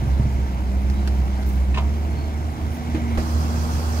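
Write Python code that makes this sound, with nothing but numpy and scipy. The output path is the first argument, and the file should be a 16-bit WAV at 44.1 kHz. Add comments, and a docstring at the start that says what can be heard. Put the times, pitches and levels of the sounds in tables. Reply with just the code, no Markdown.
"""A wheeled diesel excavator swings away from a dump truck on an open dirt site. From the start its exhaust and
fan drone, its engine clatters and a breeze fades; the truck body bumps. Next stones tick, dry pins squeak and
sand slides off the bucket, and a small bird starts to chip far off. The steel bucket clanks, the engine speeds
up and the pump's whir swells. Near the end the swing drive knocks, a hydraulic valve opens with another knock,
and oil hiss and the fan's roar grow ever louder as the rear turns near."""
import sys
import numpy as np
from scipy import signal
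from scipy.fft import rfft, irfft
from scipy.io import wavfile

SR = 44100
rng = np.random.default_rng(int(sys.argv[2]) if len(sys.argv) > 2 else 0)


def bounce(signal):
    """Save signal as a 16-bit WAV file at the path given by the first command-line argument."""
    frames = np.transpose(np.atleast_2d(signal))
    limited = np.clip(frames, -1, 1)
    pcm = np.round(limited * 32767).astype(np.int16)
    wavfile.write(sys.argv[1], SR, pcm)


N = 176400
TIME = np.arange(N) / SR


# how often the engine fires: (time [s], rate [Hz])
FIRING_RATE = [(0, 67.12), (.38, 66.25), (.51, 63.1), (.75, 63.83), (1.0, 67.65), (1.2, 65.2), (1.7, 65),
               (1.95, 73), (2.28, 73.3), (2.45, 75.6), (2.9, 77), (3.1, 75.4), (3.5, 76.4), (4, 77.6)]
def engine_cycle():
    """The slightly unsteady engine's phase: one full turn for each firing."""
    firing_hz = in_time(FIRING_RATE) * (1 + .0037 * drift(10))
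    return 2 * np.pi * np.cumsum(firing_hz) / SR


# the exhaust's lowest note: (time [s], level [dB])
EXHAUST_LEVEL = [(0, -21), (.28, -19), (.48, -24.5), (1.0, -19.5), (1.45, -20), (1.68, -17.5), (2.0, -21.5),
                 (2.3, -25.5), (2.48, -25), (2.56, -34), (2.64, -22.5), (2.83, -33), (2.95, -23.5),
                 (3.12, -26), (3.22, -22.5), (4, -22)]
# its higher tones, before the pipe boosts them: (multiple of the firing rate, level [dB])
EXHAUST_OVERTONES = [(2, -45.5), (4, -51.5), (4.5, -54.5), (5, -54), (6, -51.5), (9, -57)]
def exhaust(phase):
    """The firings make a low note; each overtone grows as it passes the pitch at which the pipe rings."""
    pipe_hz, pipe_width_hz, pipe_db = 333, 10.4, 9.5
    phase = phase - np.array([[0], [.26]])  # the right ear lags
    note = from_db(in_time(EXHAUST_LEVEL) + 1.34 * drift(14.5)) * np.sin(phase)
    for multiple, db in EXHAUST_OVERTONES:
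        off_pitch = (multiple * in_time(FIRING_RATE) - pipe_hz) / pipe_width_hz
        level = from_db(db + pipe_db / (1 + off_pitch ** 2) + 2.5 * drift(4.1))
        note = note + level * np.sin(multiple * phase + .5 * drift(2.1) + rng.uniform(0, 2 * np.pi))
    return np.sqrt(2) * note * pan(db=-1.8)


# the fan's drone: (time [s], level [dB])
FAN_LEVEL = [(0, -37.5), (1.0, -32.5), (1.7, -36.5), (2.1, -36.5), (2.5, -39), (3.1, -29.5), (4, -36)]
def fan(phase):
    """The blades of the cooling fan drone, geared to the engine."""
    blades_per_firing = 3.09
    blades = blades_per_firing * phase - np.array([[0], [.7]])  # the right ear lags
    return np.sqrt(2) * from_db(in_time(FAN_LEVEL) + drift(10)) * np.sin(blades) * pan(db=-1.8)


# where the machine is heard: (frequency [Hz], left minus right [dB])
MACHINE_PAN = [(60, -5.5), (300, -1.5), (800, -2), (2000, -1), (5000, -3), (10000, -1)]
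# tone of the engine's rumble and of its clatter: (frequency [Hz], relative level [dB])
RUMBLE_TONE = [(35, -35), (70, 5), (115, 1), (170, -1), (240, -6.5), (330, -5.5), (450, -24), (800, -47)]
CLATTER_TONE = [(250, -1.5), (450, -1.5), (750, 3.5), (1150, -3), (1500, -6), (2200, -12.5), (2800, -12.5),
                (4600, -17.5), (6500, -16.5), (8500, -27), (11000, -25), (13000, -25), (16000, -31)]
# how loud the clatter is: (time [s], level [dB])
CLATTER_LOUDNESS = [(0, -37.5), (.7, -39.5), (1.1, -38), (1.65, -39), (2.5, -38.5), (3.1, -36.5),
                    (4, -35.5)]
# buzzing engine covers: (pitch [Hz], level [dB])
COVER_TONES = [(707, -61), (940, -53.5)]
ENGINE_LEAD_S = .000434  # how much sooner the left ear hears the engine
def engine_body(phase):
    """The engine rumbles; its clatter and buzzing covers pulse with the firings."""
    pulsing = rms_one(np.exp(.11 * np.cos(phase) * (.5 + drift(50))))
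    rumble = from_db(-31) * noise(RUMBLE_TONE, MACHINE_PAN, ENGINE_LEAD_S, flicker_db=1)
    clatter = noise(CLATTER_TONE, MACHINE_PAN, ENGINE_LEAD_S, flicker_db=1)
    clatter *= from_db(in_time(CLATTER_LOUDNESS))
    covers = sum(from_db(db) * wavering_tone(hz, width_hz=12.6) for hz, db in COVER_TONES)
    return rumble + pulsing * (clatter + left_first([covers, covers], ENGINE_LEAD_S))


# blows on the bucket: (time [s], relative treble level [dB], relative bass level [dB])
BUCKET_BLOWS = [(1.743, -22.5, -36), (1.759, -33, -33), (1.7725, -20, -20), (1.781, -27, -31)]
# notes of its steel shell: (pitch [Hz], relative level [dB], time to fade by 60 dB [s])
SHELL_NOTES = [(930, -4, 0.26), (1032, 1, 0.14), (1130, -5, 0.21), (1814, -3.5, 0.087), (2544, -2.5, .11),
               (2774, -3.5, 0.16)]
# tone of the crash and of its echo: (frequency [Hz], relative level [dB])
CRASH_TONE = [(400, 12), (950, 12), (1400, 7.5), (2800, 11), (4500, 0), (7500, -10), (10000, -20)]
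ECHO_TONE = [(600, -1), (950, 6), (1500, -11), (4000, -19)]
BUCKET_LEAD_S = -.00011  # negative: the right ear hears the bucket first
def bucket():
    """Each blow rings the steel shell, with a short crash and a rough echo; heavy blows add bass."""
    split_hz = 1500  # bass below, treble above
    treble = [(s, db) for s, db, _ in BUCKET_BLOWS]
    bass = [(s, db) for s, _, db in BUCKET_BLOWS]
    rings = crash = 0
    for hz, db, t60 in SHELL_NOTES:
        note = from_db(db) * ring(strikes(bass if hz < split_hz else treble), hz, t60)
        rings += note * rng.choice([-1, 1]) * pan(2 * rng.standard_normal())
    steel = noise(CRASH_TONE, MACHINE_PAN, BUCKET_LEAD_S)
    for blows, kind in (bass, "low"), (treble, "high"):
        crash += filtered(steel, 3, split_hz, kind) * bursts(blows, attack_s=.003, t60=.08)
    echo = bursts(bass, attack_s=.005, t60=.3) * noise(ECHO_TONE, MACHINE_PAN, BUCKET_LEAD_S)
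    return from_db(-8) * left_first(rings, BUCKET_LEAD_S) + from_db(-6) * crash + from_db(-12.5) * echo


# tone of the hiss and of the fan's low roar beneath it: (frequency [Hz], relative level [dB])
HISS_TONE = [(450, 15), (950, 12), (1300, 21.5), (1750, -3.5), (2400, 0), (3600, -7.5), (4900, 3.5),
             (7000, -7), (8600, -3.5), (15500, -5)]
# where it is heard: (frequency [Hz], left minus right [dB])
OIL_PAN = [(1000, 1), (2800, 2), (4800, -19), (7000, -26), (8600, -2.5)]
# its whistles: (pitch [Hz], level [dB])
OIL_WHISTLES = [(3322, -66), (4888, -62), (5534, -77)]
def hydraulics():
    """Once the valve opens, oil whistles and hisses over the fan's low roar as the rear turns near; the sound
    grows louder and brighter."""
    start_s, opening_s, rise_db_per_s, brighten_db_per_s = 3.171, .011, 4, 4.5
    age = np.maximum(TIME - start_s, 0)
    hiss = noise(HISS_TONE, OIL_PAN, lead_s=.000372, flicker_db=1.5)
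    hiss += filtered(hiss, 1, 12000, "high") * (from_db(brighten_db_per_s * age) - 1)
    hiss *= from_db(-39.5 + rise_db_per_s * age)
    whistles = sum(from_db(db) * wavering_tone(hz, width_hz=19) for hz, db in OIL_WHISTLES)
    return np.minimum(age / opening_s, 1) * (hiss + whistles * pan(db=-23))


# knocks of the swing drive (2.95 s) and of the valve opening (3.17 s): (time [s], crack level [dB], thud pitch
# [Hz], thud level [dB])
KNOCKS = [(2.946, -26, 312.1, -17), (3.173, -22, 40.06, -17)]
# tone of the crack: (frequency [Hz], relative level [dB])
CRACK_TONE = [(150, 16), (1200, 0), (2400, -4.5), (4000, -13.5), (15000, -32)]
def knocks():
    """Slack in the swing drive knocks, then the valve opens with a knock: each a dull crack over a low thud."""
    cracks = bursts([(s, db) for s, db, _, _ in KNOCKS], attack_s=.002, t60=.2)
    thuds = sum(ring(strikes([(s, db)]), hz, t60=.17) for s, _, hz, db in KNOCKS)
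    return cracks * noise(CRACK_TONE, MACHINE_PAN, ENGINE_LEAD_S) + thuds * pan(db=-2.5)


# bumps on the truck body: (time [s], relative level [dB])
TRUCK_BUMPS = [(.025, -20), (.07, -21), (.197, -15), (.254, -16), (.39, -23)]
# its notes: (pitch [Hz], relative level [dB], time to fade by 60 dB [s])
TRUCK_NOTES = [(114, -0.5, 0.2), (133, -3, 0.3), (209.5, -6, 0.17)]
def truck_body():
    """Each bump sets the hollow truck body ringing briefly."""
    bumps = strikes(TRUCK_BUMPS)
    return sum(from_db(db) * ring(bumps, hz, t60) for hz, db, t60 in TRUCK_NOTES) * pan(db=-2.5)


# clods and stones landing: (time [s], level [dB])
STONE_HITS = [(0.898, -36), (1.074, -29), (1.426, -41)]
# tone of the stones and of the sand: (frequency [Hz], relative level [dB])
STONE_TONE = [(500, -9), (1800, -3), (3300, -10), (4700, -4.5), (7000, -17), (15000, -25)]
SAND_TONE = [(3500, 0), (9500, -4), (15500, 4)]
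def spill():
    """Stones tick on steel, then sand slides off the bucket."""
    ticks = bursts(STONE_HITS, attack_s=.0011, t60=.06) * noise(STONE_TONE, MACHINE_PAN, BUCKET_LEAD_S)
    slide = from_db(-41) * burst(start_s=1.452, attack_s=.02, t60=.5) * grains(per_s=1500)
    return ticks + slide * noise(SAND_TONE, MACHINE_PAN, BUCKET_LEAD_S, flicker_db=1.2)


# hums as the machine turns: (start [s], length [s], pitch [Hz], level [dB])
TURNING_HUMS = [(3.13, .2, 324, -35), (3.36, .48, 166.5, -33)]
def hums():
    """Low tones swell and fade."""
    return sum(from_db(db) * swell(s, length) * np.sin(2 * np.pi * hz * TIME + .5 * drift(10))
               for s, length, hz, db in TURNING_HUMS) * pan(db=-1.8)


# the pump's whir: (time [s], level [dB])
PUMP_LEVEL = [(2.65, -52.5), (3.14, -44.5), (3.22, -66)]
def pump():
    """The hydraulic pump whirs, swells under load and drops away as the valve opens."""
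    whir = from_db(in_time(PUMP_LEVEL)) * wavering_tone(hz=2154, width_hz=223)
    return left_first([whir, whir], ENGINE_LEAD_S)


# squeaks of the pins: (start [s], length [s], pitch [Hz], level [dB])
PIN_SQUEAKS = [(.92, .14, 3900, -55), (2.08, .22, 4330, -49.5), (2.71, .08, 10550, -56),
               (2.71, .08, 14800, -54)]
def pins():
    """Dry pins catch and let go as the arm moves, squeaking faintly among tiny stray squeaks."""
    width = .018  # as a share of the pitch
    squeaks = strays = 0
    for s, length, hz, db in PIN_SQUEAKS:
        stutter = np.clip(.7 + drift(35) / 2, 0, 1)
        squeaks += from_db(db) * stutter * swell(s, length) * wavering_tone(hz, width * hz)
    for hz in np.geomspace(9600, 15000, 6):
        flutter = np.clip(drift(22) - 1, 0, .5)
        strays += flutter * wavering_tone(hz, width * hz)
    return squeaks + from_db(-59.5) * strays


# tone of the breeze: (frequency [Hz], relative level [dB])
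BREEZE_TONE = [(20, -14), (40, -5), (60, 2)]
def breeze():
    """A dying breeze makes a low buffeting."""
    fade_db_per_s = 2.5
    buffeting = noise(BREEZE_TONE, MACHINE_PAN, lead_s=0, flicker_db=.97)
    return from_db(-33.5 - fade_db_per_s * TIME) * buffeting


# the bird's calls: (start [s], level [dB])
BIRD_CHIPS = [(1.487, -55), (1.801, -57), (2.108, -56), (2.429, -56), (3.075, -54)]
def bird():
    """A far-off bird gives short chips, each sliding down in pitch."""
    length_s, start_hz, end_hz = .03, 6650, 5350
    chips = 0
    for s, db in BIRD_CHIPS:
        hz = np.interp(TIME, [s, s + length_s], [start_hz, end_hz])
        chips += from_db(db) * swell(s, length_s) * np.sin(2 * np.pi * np.cumsum(hz) / SR)
    return chips * pan(db=-4)


# how alike noise is in the two ears: (frequency [Hz], likeness [0 to 1])
EAR_LIKENESS = [(300, 0.94), (600, 0.74), (2000, .52), (5000, 0.39), (14000, 0.19)]
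def noise(tone, pans, lead_s, flicker_db=0):
    """Stereo noise of strength 1, built from third-octave bands with their own level and flicker."""
    out, edges = 0, 20 * 2 ** (np.arange(30) / 3)
    white = rng.standard_normal((2, 2, N))
    for k, (low, high) in enumerate(zip(edges, edges[1:])):
        if high < tone[0][0] or low > tone[-1][0]:
            continue
        shared, opposite = filtered(white[k % 2], 3, [low, high], "band")
        hz = np.sqrt(low * high)
        alike = at_hz(EAR_LIKENESS, hz)
        band = np.sqrt(1 + alike) * shared + np.sqrt(1 - alike) * opposite * [[1], [-1]]
        gain = from_db(at_hz(tone, hz) + (flicker_db * drift(12.6) if flicker_db else 0))
        out += gain * pan(at_hz(pans, hz)) * band
    return rms_one(left_first(out, lead_s))


def wavering_tone(hz, width_hz):
    """An unsteady tone; more width makes it rougher."""
    phase = 2 * np.pi * hz * TIME
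    return rms_one(drift(width_hz) * np.cos(phase) + drift(width_hz) * np.sin(phase))


def drift(rate_hz):
    """A smooth random wobble of strength 1."""
    r = np.exp(-40 * np.pi * rate_hz / SR)
    slow = signal.lfilter([1], [1, -2 * r, r * r], rng.standard_normal(N // 20 + 4002))[4000:]
    return np.interp(np.arange(N) / 20, np.arange(len(slow)), rms_one(slow))


def grains(per_s):
    """The jumpy loudness of many tiny, uneven impacts."""
    clicks = (rng.random(N) < per_s / SR) * from_db(3.5 * np.minimum(rng.exponential(1, N), 3))
    return rms_one(signal.lfilter([1], [1, -np.exp(-1 / (.0031 * SR))], clicks + 1e-18))


def strikes(rows):
    """One click per row (time [s], level [dB])."""
    out = np.zeros(N)
    for s, db in rows:
        out[int(s * SR)] += from_db(db)
    return out


def ring(clicks, hz, t60):
    """Each click starts a pure tone that fades by 60 dB in t60 seconds."""
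    r, w = 10 ** (-3 / (t60 * SR)), 2 * np.pi * hz / SR
    return signal.lfilter([0, np.sin(w)], [1, -2 * r * np.cos(w), r * r], clicks + 1e-18)


def burst(start_s, attack_s, t60):
    """A quick rise, then a fade of 60 dB every t60 seconds."""
    age = np.maximum(TIME - start_s, 0)
    return np.minimum(age / attack_s, 1) * np.exp(-np.log(1000) * age / t60)


def bursts(rows, attack_s, t60):
    """One burst per row (time [s], level [dB])."""
    return sum(from_db(db) * burst(s, attack_s, t60) for s, db in rows)


def swell(start_s, length_s):
    """A rounded rise and fall."""
    return np.sqrt(np.abs(np.sin(np.pi * np.clip((TIME - start_s) / length_s, 0, 1))))


def left_first(stereo, lead_s):
    """Above the bass, the right ear hears the sound lead_s seconds after the left."""
    hz = np.fft.rfftfreq(N, 1 / SR)
    delay_s = lead_s * hz ** 8 / (hz ** 8 + 798 ** 8)
    return np.array([stereo[0], irfft(rfft(stereo[1]) * np.exp(-2j * np.pi * delay_s * hz), N)])


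def pan(db):
    """Gains that put the left ear db above the right."""
    return from_db(np.array([[db], [-db]]) / 2)


def filtered(x, order, hz, kind):
    return signal.sosfilt(signal.butter(order, hz, kind, fs=SR, output="sos"), x)


def from_db(db):
    return 10 ** (np.asarray(db) / 20)


def rms_one(x):
    """Scale to an average strength (rms) of 1."""
    return x / np.sqrt(np.mean(x ** 2) + 1e-20)


def in_time(rows):
    return np.interp(TIME, *np.transpose(rows))


def at_hz(rows, hz):
    frequencies, values = np.transpose(rows)
    return np.interp(np.log(hz), np.log(frequencies), values)


def scene():
    """One engine speed drives the exhaust, the fan and the clatter; the rest sounds over it."""
    phase = engine_cycle()
    drone = exhaust(phase) + fan(phase) + engine_body(phase) + hums() + breeze() + pump()
    return drone + hydraulics() + bucket() + spill() + knocks() + truck_body() + pins() + bird()


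def record(dry):
    """The very highest treble is cut steeply."""
    cutoff_hz = 15650
    return signal.sosfilt(signal.ellip(12, .1, 90, cutoff_hz, fs=SR, output="sos"), dry)


dry = scene()
out = record(dry)
bounce(out)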